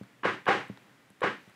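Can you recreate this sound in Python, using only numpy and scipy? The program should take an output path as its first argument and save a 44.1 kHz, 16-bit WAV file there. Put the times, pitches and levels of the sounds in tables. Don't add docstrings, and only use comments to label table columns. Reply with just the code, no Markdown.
import sys
import numpy as np
from scipy import signal
from scipy.fft import rfft, irfft
from scipy.io import wavfile
from scipy.ndimage import uniform_filter1d

SR = 44100
rng = np.random.default_rng(int(sys.argv[2]) if len(sys.argv) > 2 else 0)


def put_to_file(sound):
    columns = np.atleast_2d(sound).T
    safe = np.clip(columns, -1, 1)
    whole_steps = np.round(safe * 32767)
    wavfile.write(sys.argv[1], SR, whole_steps.astype(np.int16))


N = 68355
HZ = np.fft.rfftfreq(N, 1 / SR)
T = np.arange(N) / SR


def amp(db):
    return 10 ** (np.asarray(db) / 20)


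def unit(x):
    return x / np.sqrt(np.mean(x ** 2) + 1e-20)


def loudest(x, size):
    return np.sqrt(uniform_filter1d(x ** 2, size).max())


def fade(seconds):
    return np.exp(-np.log(1000) * T / seconds)


def hill(x, centre, width):
    return np.exp(-.5 * ((x - centre) / width) ** 2)


def curve(points):
    hz, value = np.transpose(points)
    return np.interp(np.log(HZ + 1), np.log(hz + 1), value)


def smoothed(magnitude):
    power = uniform_filter1d(magnitude ** 2, size=50)
    return np.sqrt(abs(uniform_filter1d(power, size=36)) + 1e-14)


def colour(x, db):
    cepstrum = irfft(np.log(amp(db)), N)
    cepstrum[1:N // 2] *= 2
    cepstrum[N // 2:] = 0
    return irfft(rfft(x) * np.exp(rfft(cepstrum)), N)


def add(mix, start_s, sound):
    part = mix[max(round(start_s * SR), 0):][:len(sound)]
    part += sound[:len(part)]


def room_tone():
    # (frequency [Hz], relative level [dB])
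    air = [(20, -43), (55, 7), (85, -17), (125, 10.5), (170, 1), (280, 6), (390, -6), (600, -19),
           (1000, -19), (1800, -39.5), (3800, -32), (7000, -19.5), (15500, -30.5)]
    return amp(-67) * unit(colour(rng.standard_normal(N), curve(air)))


def spoon():
    # (time [s], dull clack level [dB], bright tick level [dB])
    touches = [(0.034, -50, -69), (0.339, -68, -63), (.457, -41, -62), (.682, -75, -61.5),
               (0.7736, -48.5, -86), (0.895, -59, -76), (1.102, -63, -62), (1.207, -48, -59),
               (1.497, -55.5, -63.5)]
    # (frequency [Hz], relative level [dB])
    clack_tone = [(100, -16), (600, -5), (1500, -3), (3500, -12), (6000, -27), (16000, -46)]
    tick_tone = [(100, -32), (4000, -17), (8000, 34), (12000, 25), (16000, -21)]
    stir_tone = [(100, -14), (400, -9), (1000, -11), (2000, -10), (3500, -19), (7000, -28.5), (16000, -35)]
    # (time [s], level [dB])
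    stir_level = [(0, -60), (.17, -64), (.7, -59.5), (.95, -62.5), (1.15, -64.5), (1.42, -59), (1.55, -61)]
    stirring = unit(colour(rng.standard_normal(N), curve(stir_tone)))
    out = stirring * amp(np.interp(T, *np.transpose(stir_level)))
    for start_s, clack_db, tick_db in touches:
        burst = rng.standard_normal(N) * np.exp(-T / .0022)
        for db, tone in ((clack_db, clack_tone), (tick_db, tick_tone)):
            sound = colour(burst, curve(tone))
            add(out, start_s, amp(db) * sound / loudest(sound, size=100))
    return out


def table_bumps():
    # (time [s], level [dB])
    bumps = [(.012, -36), (.6985, -32), (1.104, -52), (1.476, -50)]
    # (frequency [Hz], relative level [dB], fade time [s])
    notes = [(121, -3, 0.2), (192.9, 6.5, 0.088), (229, 3.5, 0.017), (275.4, -12, 0.29), (395, -6.5, 0.062),
             (502, -8, 0.051)]
    push_s, echo_db = .0014, -17
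    ring = sum(amp(db) * fade(fade_s) * np.cos(2 * np.pi * hz * T) for hz, db, fade_s in notes)
    push = np.sin(np.pi * T[T < push_s] / push_s)
    thud = signal.fftconvolve(ring, push)[:N]
    room = rng.standard_normal(N) * fade(seconds=.9) * (T > .008)
    thud += amp(echo_db) * signal.fftconvolve(thud, room / np.linalg.norm(room))[:N]
    out = np.zeros(N)
    for start_s, db in bumps:
        add(out, start_s, amp(db) * thud / loudest(thud, size=300))
    return out


def through_room(ring, stretch, swell):
    # (frequency [Hz], relative level [dB])
    direct_tone = [(100, -12), (400, -4), (1300, 0), (3000, -5), (6000, -14), (16000, -22)]
    # (frequency [Hz], delay [s], rise time [s], base fade time [s],
    # extra strength of the first swell [factor], of the second swell [factor])
    bands = [(113, 0.0074, .016, 0.51, 0.85, 2.4), (204, 0.01, 0.023, 0.53, 0.32, 0.047),
             (454, 0.019, 0.013, 0.25, 2.27, 0.14), (790, 0.0069, 0.014, 0.39, 1.93, 0.15),
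             (1574, 0.0075, 0.012, 0.46, 0.14, 0.85), (3150, 0.0041, 0.019, 0.51, 0.1, 0.37),
             (7600, 0.011, .010, 0.49, 0.24, .2)]
    direct_s, direct_db = .009, -5.5
    late_s, late_db_per_s = .11, 112
    spectrum = rfft(ring)
    direct = irfft(spectrum * amp(curve(direct_tone) + direct_db), N)
    out = direct * np.sin(np.pi * np.minimum(T / direct_s, 1)) ** 2
    first_swell = .5 - .5 * np.tanh((T - .0346) / .0018)
    second_swell = swell * hill(T, centre=.056, width=.013)
    late_fade = amp(-late_db_per_s * np.maximum(T - late_s, 0))
    for hz, delay_s, rise_s, fade_s, first, second in bands:
        band_filter = curve([(row[0], float(row[0] == hz)) for row in bands])
        band = irfft(spectrum * band_filter, N)
        rise = np.clip((T - delay_s) / rise_s, 0, 1)
        swells = 1 + first * first_swell + second * second_swell
        out += band * rise * swells * fade(fade_s * stretch) * late_fade
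    return out


def wood_knocks():
    # (time [s], level [dB], treble lift [dB], panel boom [dB],
    # fade time stretch [factor], share of ring unlike the other knocks [0-1], second swell [factor])
    knocks = [(0.2313, -25.5, 5.5, -1, 1.015, 0.14, 1.5), (.464, -21.5, 8, 14, 1.354, 0.32, 1.4),
              (1.2162, -25.5, 5, 3.5, 0.92, 0.6, 1.14)]
    # (frequency [Hz], relative level [dB])
    wood_tone = [(30, -52), (70, -82), (112, -5.5), (150, -9.5), (240, -11.5), (300, -2), (520, 0),
                 (650, -6.5), (920, -8), (1080, -6.5), (1400, -9), (1750, -6.5), (2300, -12.5),
                 (3000, -19.5), (4200, -29.5), (6000, -38), (9000, -47.5), (12000, -61), (16000, -77)]
    # (frequency [Hz], half width [Hz], lift [dB])
    notes = [(200.2, 11, 12.5), (388, 11.5, 6.5), (475, 16, 5), (538.3, 25.5, 2.5), (542, 12, 2),
             (750, 48, 3), (871, 4.7, 10.5), (1019, 33, 8.5), (1120.4, 28.6, 10.5), (1223, 11, 9.5),
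             (1291, 8.8, 11), (1461, 24, 8.5), (1485, 20, 2.5), (1613.6, 26, 10), (1912, 23, 5.5),
             (1886, 8.2, -39), (2144, 6, 10.5), (2908, 22, 9), (3850, 23, 7)]
    notes_last_s, tail_lift_db, treble_hz = .16, 6.5, 1940
    notes_db = sum(db * hill(HZ, hz, width) for hz, width, db in notes)
    boom = hill(HZ, centre=791, width=39)
    treble = HZ ** 2 / (HZ ** 2 + treble_hz ** 2)
    notes_share = np.exp(-(T / notes_last_s) ** 2)
    shared_noise = rng.standard_normal(N)
    out = np.zeros(N)
    for start_s, db, treble_db, boom_db, stretch, own, swell in knocks:
        noise = np.sqrt(1 - own) * shared_noise + np.sqrt(own) * rng.standard_normal(N)
        tone = amp(curve(wood_tone) + treble_db * treble)
        peaks = amp(notes_db + boom_db * boom)
        spectrum = tone * rfft(noise)
        in_room = rfft(through_room(irfft(spectrum * peaks, N), stretch, swell))
        balance = smoothed(tone * peaks) / smoothed(abs(in_room))
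        ringing = irfft(spectrum * peaks * balance / np.median(balance[HZ < 4000]), N)
        plain = amp(tail_lift_db) * irfft(spectrum, N)
        knock = through_room(notes_share * ringing + (1 - notes_share) * plain, stretch, swell)
        add(out, start_s, amp(db) * knock / loudest(knock, size=2200))
    return out


def scene():
    return (wood_knocks() + table_bumps() + spoon() + room_tone())[None]


def record(dry):
    low_cut_hz, high_cut_hz = 85, 15700
    low_cut = signal.butter(4, low_cut_hz, "high", fs=SR, output="sos")
    high_cut = signal.firwin(511, high_cut_hz, window=("kaiser", 9), fs=SR)
    return signal.oaconvolve(signal.sosfilt(low_cut, dry), high_cut[None], "same")


dry = scene()
out = record(dry)
put_to_file(out)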